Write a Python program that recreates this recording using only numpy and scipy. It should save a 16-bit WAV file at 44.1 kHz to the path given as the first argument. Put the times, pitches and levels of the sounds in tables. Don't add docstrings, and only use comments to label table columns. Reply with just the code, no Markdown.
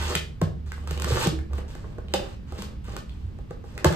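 import sys
import numpy as np
from scipy import signal
from scipy.fft import rfft, irfft
from scipy.io import wavfile
from scipy.ndimage import uniform_filter1d

SR = 44100
rng = np.random.default_rng(int(sys.argv[2]) if len(sys.argv) > 2 else 0)


def file_out(sig):
    cols = np.atleast_2d(sig).T
    lim = np.clip(cols, -1, 1)
    pcm = np.round(lim * 32767).astype(np.int16)
    wavfile.write(sys.argv[1], SR, pcm)


N = 174195
N_FFT = 2 ** 18
HZ = np.maximum(np.arange(N_FFT // 2 + 1) * SR / N_FFT, 1)

# f/Hz, relative level/dB
BLADE_COLOUR = [(530, -45), (900, -7.5), (1880, -13.5), (2300, -16), (2720, -12), (3150, -14), (3870, -16),
                (8760, -22.5), (15300, -36)]
# f/Hz, relative level/dB, t60/s
BOX_MODES = [(374.6, 2, 0.055), (432, 1.5, 0.052), (491, 7, 0.039), (599.6, 8, 0.021), (790, 1, 0.037),
             (950, 2.5, 0.0094), (1135, 2, 0.019), (1524, -1, 0.011)]


def undb(db):
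    return 10 ** (np.asarray(db) / 20)


def unit(x):
    return x / np.sqrt(np.mean(x ** 2))


def over_hz(table, hz=HZ):
    t = np.array(table, float)
    return np.interp(np.log(hz), np.log(np.maximum(t[:, 0], 1)), t[:, 1])


def shape(x, gain):
    return irfft(rfft(x, N_FFT) * gain)[..., :N]


def octave_band(hz):
    return np.cos(np.pi / 2 * np.clip(np.log2(HZ / hz), -1, 1))


def walk(rate):
    hold = int(SR / rate)
    steps = np.repeat(rng.standard_normal(N // hold + 1), hold)
    slewed = uniform_filter1d(uniform_filter1d(steps, hold), hold)
    return unit(slewed[:N])


def pair(make):
    # f/Hz, level of the unshared part/dB
    width = [(60, -17), (250, -4), (1000, 5), (5000, 3.5), (9000, -6.5)]
    shared = make()
    unshared = shape(make(), undb(over_hz(width)))
    return shared + unshared * np.array([[1], [-1]])


def room_air():
    # f/Hz, relative level/dB
    colour = [(20, -7.5), (55, 5), (200, -8), (600, -33.5), (3000, -45.5), (9000, -57), (15000, -60)]
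    level_db, drift_db, drift_hz = -38.5, 0.5, 5.07

    def one_side():
        noise = unit(shape(rng.standard_normal(N), undb(over_hz(colour))))
        return noise * undb(drift_db * walk(drift_hz))

    return undb(level_db) * pair(one_side)


def hum():
    # t/s, level/dB
    swells = [(0.0, -26.5), (0.36, -42.5), (0.45, -39), (0.53, -37), (1.14, -26), (1.21, -47), (1.42, -27),
              (1.46, -41.5), (1.54, -23), (1.76, -56), (2.21, -35.5), (2.24, -77), (2.55, -33), (2.57, -46),
              (3.23, -38.5), (3.82, -59), (3.88, -17), (3.95, -56)]
    # t/s, f/Hz
    glide = [(0.0, 75.7), (2.11, 68.8), (2.35, 84.7), (2.9, 55.87), (3.95, 84.84)]
    waver_hz, waver_rad = 5.18, 0.44
    t = np.arange(N) / SR
    phase = 2 * np.pi * np.cumsum(np.interp(t, *np.array(glide).T)) / SR
    tone = unit(np.sin(phase + waver_rad * walk(waver_hz)))
    return tone * undb(np.interp(t, *np.array(swells).T))


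def echo():
    # f/Hz, t60/s
    reverb = [(100, 0.76), (1000, 0.29), (5000, 0.33), (13000, 0.25)]
    build_s = .008
    t, noise, out = np.arange(N) / SR, rng.standard_normal(N), 0
    for hz in 60 * 2. ** np.arange(9):
        band = shape(noise, octave_band(hz) ** 2)
        out = out + band * undb(-60 * t / over_hz(reverb, hz))
    out = out * (1 - np.exp(-(t / build_s) ** 2))
    return out / np.sqrt(np.sum(out ** 2))


def add_echo(box):
    # f/Hz, gain/dB
    colour = [(100, -5), (500, -4), (2000, -1), (12000, -1)]
    echo_db, lead_in = -6, 5000
    room = rfft(pair(echo), N_FFT) * undb(over_hz(colour) + echo_db)
    earlier = box[lead_in:0:-1]
    tail = irfft(rfft(earlier, N_FFT) * room)[:, lead_in:lead_in + N]
    return box + tail + shape(box, room)


def fade(t, t60, rise):
    return np.exp(-np.log(1000) * t / t60) * (1 - np.exp(-t / rise)) ** 2


def tone(t, hz, t60, cycles):
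    return fade(t, t60, cycles / hz) * np.sin(2 * np.pi * hz * t)


def make_cracks(count):
    crack_t60_s, tilt_db = .012, 2.5
    size = 1024
    envelope = fade(np.arange(size) / SR, crack_t60_s, .0005)
    burst = rfft(rng.standard_normal((count, size)) * envelope)
    hz = np.arange(1, size // 2 + 2) * SR / size
    gain = undb(over_hz(BLADE_COLOUR, hz) + tilt_db * np.log2(hz)) * (hz > 700)
    cracks = irfft(burst / abs(burst) * gain)
    return cracks / abs(cracks).max(axis=1, keepdims=True)


def knocks():
    # t/s, tick level/dB, crack peak level/dB, box ring level/dB, tick f/Hz
    hits = [(0.1521, -6, -13, -32, 2460), (0.1545, -23, -18, -53, 3650), (0.161, -26, -50, -34.5, 2270),
            (0.415, -20, -21, -21, 1263), (0.719, -22, -30.5, -47, 1570), (0.779, -34.5, -63, -46, 1100),
            (0.838, -49, -51, -45.5, 972), (0.874, -24.5, -31, -44, 1240), (0.909, -24, -24, -35, 1420),
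            (0.976, -22, -33, -43, 2920), (0.998, -27, -24, -41, 1290), (1.0204, -22.5, -18.5, -43, 1440),
            (1.044, -17, -19, -41, 1380), (1.113, -22, -30, -30.5, 3450), (1.171, -17, -30, -32, 1130),
            (1.2707, -20, -14.5, -24.5, 2700), (1.389, -28.5, -39, -44.5, 1710),
            (1.533, -28, -35, -44, 1170), (1.582, -29.5, -43, -35.5, 1410),
            (1.751, -32.5, -37.5, -39.5, 1640), (1.843, -37, -57, -41.5, 1080),
            (1.983, -57, -44, -32.5, 1040), (2.084, -31.5, -49, -55, 3060), (2.138, -8, -14, -20.5, 3630),
            (2.1439, -20.5, -25, -26.5, 4020), (2.522, -36, -38, -36, 990), (2.621, -34, -24.5, -44, 1300),
            (2.883, -37, -55, -39.5, 1130), (2.965, -24, -25, -35.5, 1470), (3.095, -31.5, -54, -80, 3320),
            (3.387, -53, -48, -42.5, 980), (3.508, -45, -40, -32, 1050), (3.64, -50, -74, -42, 1040),
            (3.778, -22, -26, -41, 1960), (3.845, -6, -10.5, -15.5, 1657), (3.853, -34, -25.5, -27, 2430),
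            (3.857, -8, -40, -44, 880), (3.926, -22, -28.5, -29, 1400)]
    # t/s, level before build-up/dB, f/Hz, t60/s
    thuds = [(0.153, -15, 162.6, 0.072), (.418, -16, 608, 0.025), (.42, -18, 298, 0.032),
             (.42, -7, 163, 0.089), (0.424, -14, 94, 0.16), (0.91, -22.5, 150, 0.12),
             (1.045, -9.5, 147, 0.037), (1.106, -13.5, 474, 0.045), (1.117, -9.5, 122, 0.135),
             (1.259, -14, 340, 0.073), (1.2709, -2, 154, 0.051), (1.325, -24.5, 320.6, 0.19),
             (1.585, -33, 187, 0.089), (2.141, -14, 784, 0.037), (2.143, -11.5, 518, 0.053),
             (2.147, -27.5, 196, 0.19), (2.585, -32.5, 204.7, 0.53), (2.886, -25.5, 104.4, 0.15),
             (3.241, -25, 92.5, 0.25), (3.507, -15, 136, 0.033), (3.846, -0.5, 528, 0.027),
             (3.851, -6.5, 359, 0.06), (3.856, -0.5, 142, 0.063), (3.899, -17, 166, 0.19)]
    tick_cycles, tick_partials = 18, (.84, 1, 1.22)
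    mode_scatter_db, pitch_scatter, rise_cycles = 1.5, .035, .6
    out, t = np.zeros(N + SR), np.arange(SR // 3) / SR
    scatter = rng.standard_normal((len(hits), 2, len(BOX_MODES)))
    cracks = make_cracks(len(hits))
    for (s, tick_db, crack_db, ring_db, tick_hz), (dlevel, dpitch), crack in zip(hits, scatter, cracks):
        blow = np.zeros(len(t))
        for m in tick_partials:
            gain = undb(tick_db - 30 * abs(m - 1))
            blow += gain * tone(t, m * tick_hz, tick_cycles / tick_hz, .5)
        blow[:len(crack)] += undb(crack_db) * crack
        for k, (f, db, t60) in enumerate(BOX_MODES):
            gain = undb(ring_db + db + mode_scatter_db * dlevel[k])
            blow += gain * tone(t, f * (1 + pitch_scatter * dpitch[k]), t60, rise_cycles)
        start = int(s * SR)
        out[start:start + len(t)] += blow
    for s, db, f, t60 in thuds:
        start = int(s * SR)
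        out[start:start + len(t)] += undb(db) * tone(t, f, t60, rise_cycles)
    return out[:N]


def clicks():
    clicks_per_s, spread_db, judder_db, judder_hz = 1800, 4, 1.5, 60
    chance, size_draw, sign_draw = rng.random((3, N))
    size = undb(-spread_db * np.log(1 - .985 * size_draw)) * np.sign(sign_draw - .5)
    happens = chance < clicks_per_s / SR
    return unit(happens * size * undb(judder_db * walk(judder_hz)))


def ring(x, hz, t60):
    pole = np.exp(2j * np.pi * hz / SR - np.log(1000) / (max(t60, .003) * SR))
    return signal.lfilter([1], [1, -pole], x).imag


def blade():
    # t/s, hiss level/dB, box ring level/dB
    strokes = [
        [(0.0, -39.5, -35.5), (0.06, -37, -42.5), (0.11, -33, -31.5), (0.17, -45, -41)],
        [(0.66, -55.5, -60), (0.776, -58, -62), (0.87, -63, -52)],
        [(0.87, -50, -50), (0.952, -48, -44), (1.05, -60, -41), (1.08, -38, -33)],
        [(1.08, -36.5, -37.5), (1.172, -34, -35.5), (1.25, -29, -31), (1.3, -65, -46)],
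        [(1.5, -72, -47.5), (1.586, -47.5, -46), (1.68, -94, -53.5)],
        [(1.68, -52.5, -54.5), (1.9, -66, -50)],
        [(1.9, -61, -49.5), (2.056, -84, -59), (2.13, -56, -47.5)],
        [(2.15, -78, -46), (2.196, -52, -34.5), (2.306, -54, -56), (2.35, -59, -60)],
        [(2.47, -59.5, -71), (2.58, -53, -43)],
        [(2.58, -43, -45), (2.76, -70, -55.5)],
        [(2.84, -52, -57.5), (2.96, -52, -41.5)],
        [(2.96, -71, -51), (3.032, -82, -52), (3.1, -60, -87)],
        [(3.1, -63, -78), (3.322, -72, -61), (3.45, -88, -69)],
        [(3.5, -58, -71), (3.64, -100, -76)],
        [(3.64, -59, -63), (3.84, -61.5, -43.5)],
        [(3.87, -45.5, -49), (3.95, -38.5, -31)],
    ]
    t, rows = np.arange(N) / SR, np.concatenate(strokes)
    cutting = sum((t >= s[0][0]) & (t < s[-1][0]) for s in strokes) > 0
    gate = uniform_filter1d(1. * cutting, size=200)
    fibres = sum(shape(clicks(), octave_band(hz)) for hz in 700 * 2. 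** np.arange(6))
    hiss = unit(shape(fibres, undb(over_hz(BLADE_COLOUR)) * (HZ > 700)))
    drive = clicks()
    panels = unit(sum(undb(db) * ring(drive, hz, t60) for hz, db, t60 in BOX_MODES))
    hiss_gain = undb(np.interp(t, rows[:, 0], rows[:, 1]))
    panel_gain = undb(np.interp(t, rows[:, 0], rows[:, 2]))
    return gate * (hiss * hiss_gain + panels * panel_gain)


def scene():
    return add_echo(blade() + knocks()) + hum() + room_air()


def record(dry):
    # f/Hz, lead of the left/rad
    lead = [(0, 0), (520, -.8), (1290, -1.2), (3100, -2.2), (5430, -2.5), (7600, 0), (8350, 0), (9800, 3),
            (11200, 3.2), (12100, 6.2), (13900, 6.3), (15000, 9.4)]
    # f/Hz, left minus right/dB
    balance = [(60, -3), (200, 1.5), (690, -3.5), (2400, 0), (14000, -0.5)]
    top_hz = 15400
    phase = np.interp(HZ, *np.array(lead).T)
    half = undb(over_hz(balance) / 2) * np.exp(.5j * phase)
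    ports = shape(dry, np.array([half, 1 / half]))
    low_pass = signal.ellip(8, .2, 70, top_hz, fs=SR, output="sos")
    return signal.sosfilt(low_pass, ports)


dry = scene()
out = record(dry)
file_out(out)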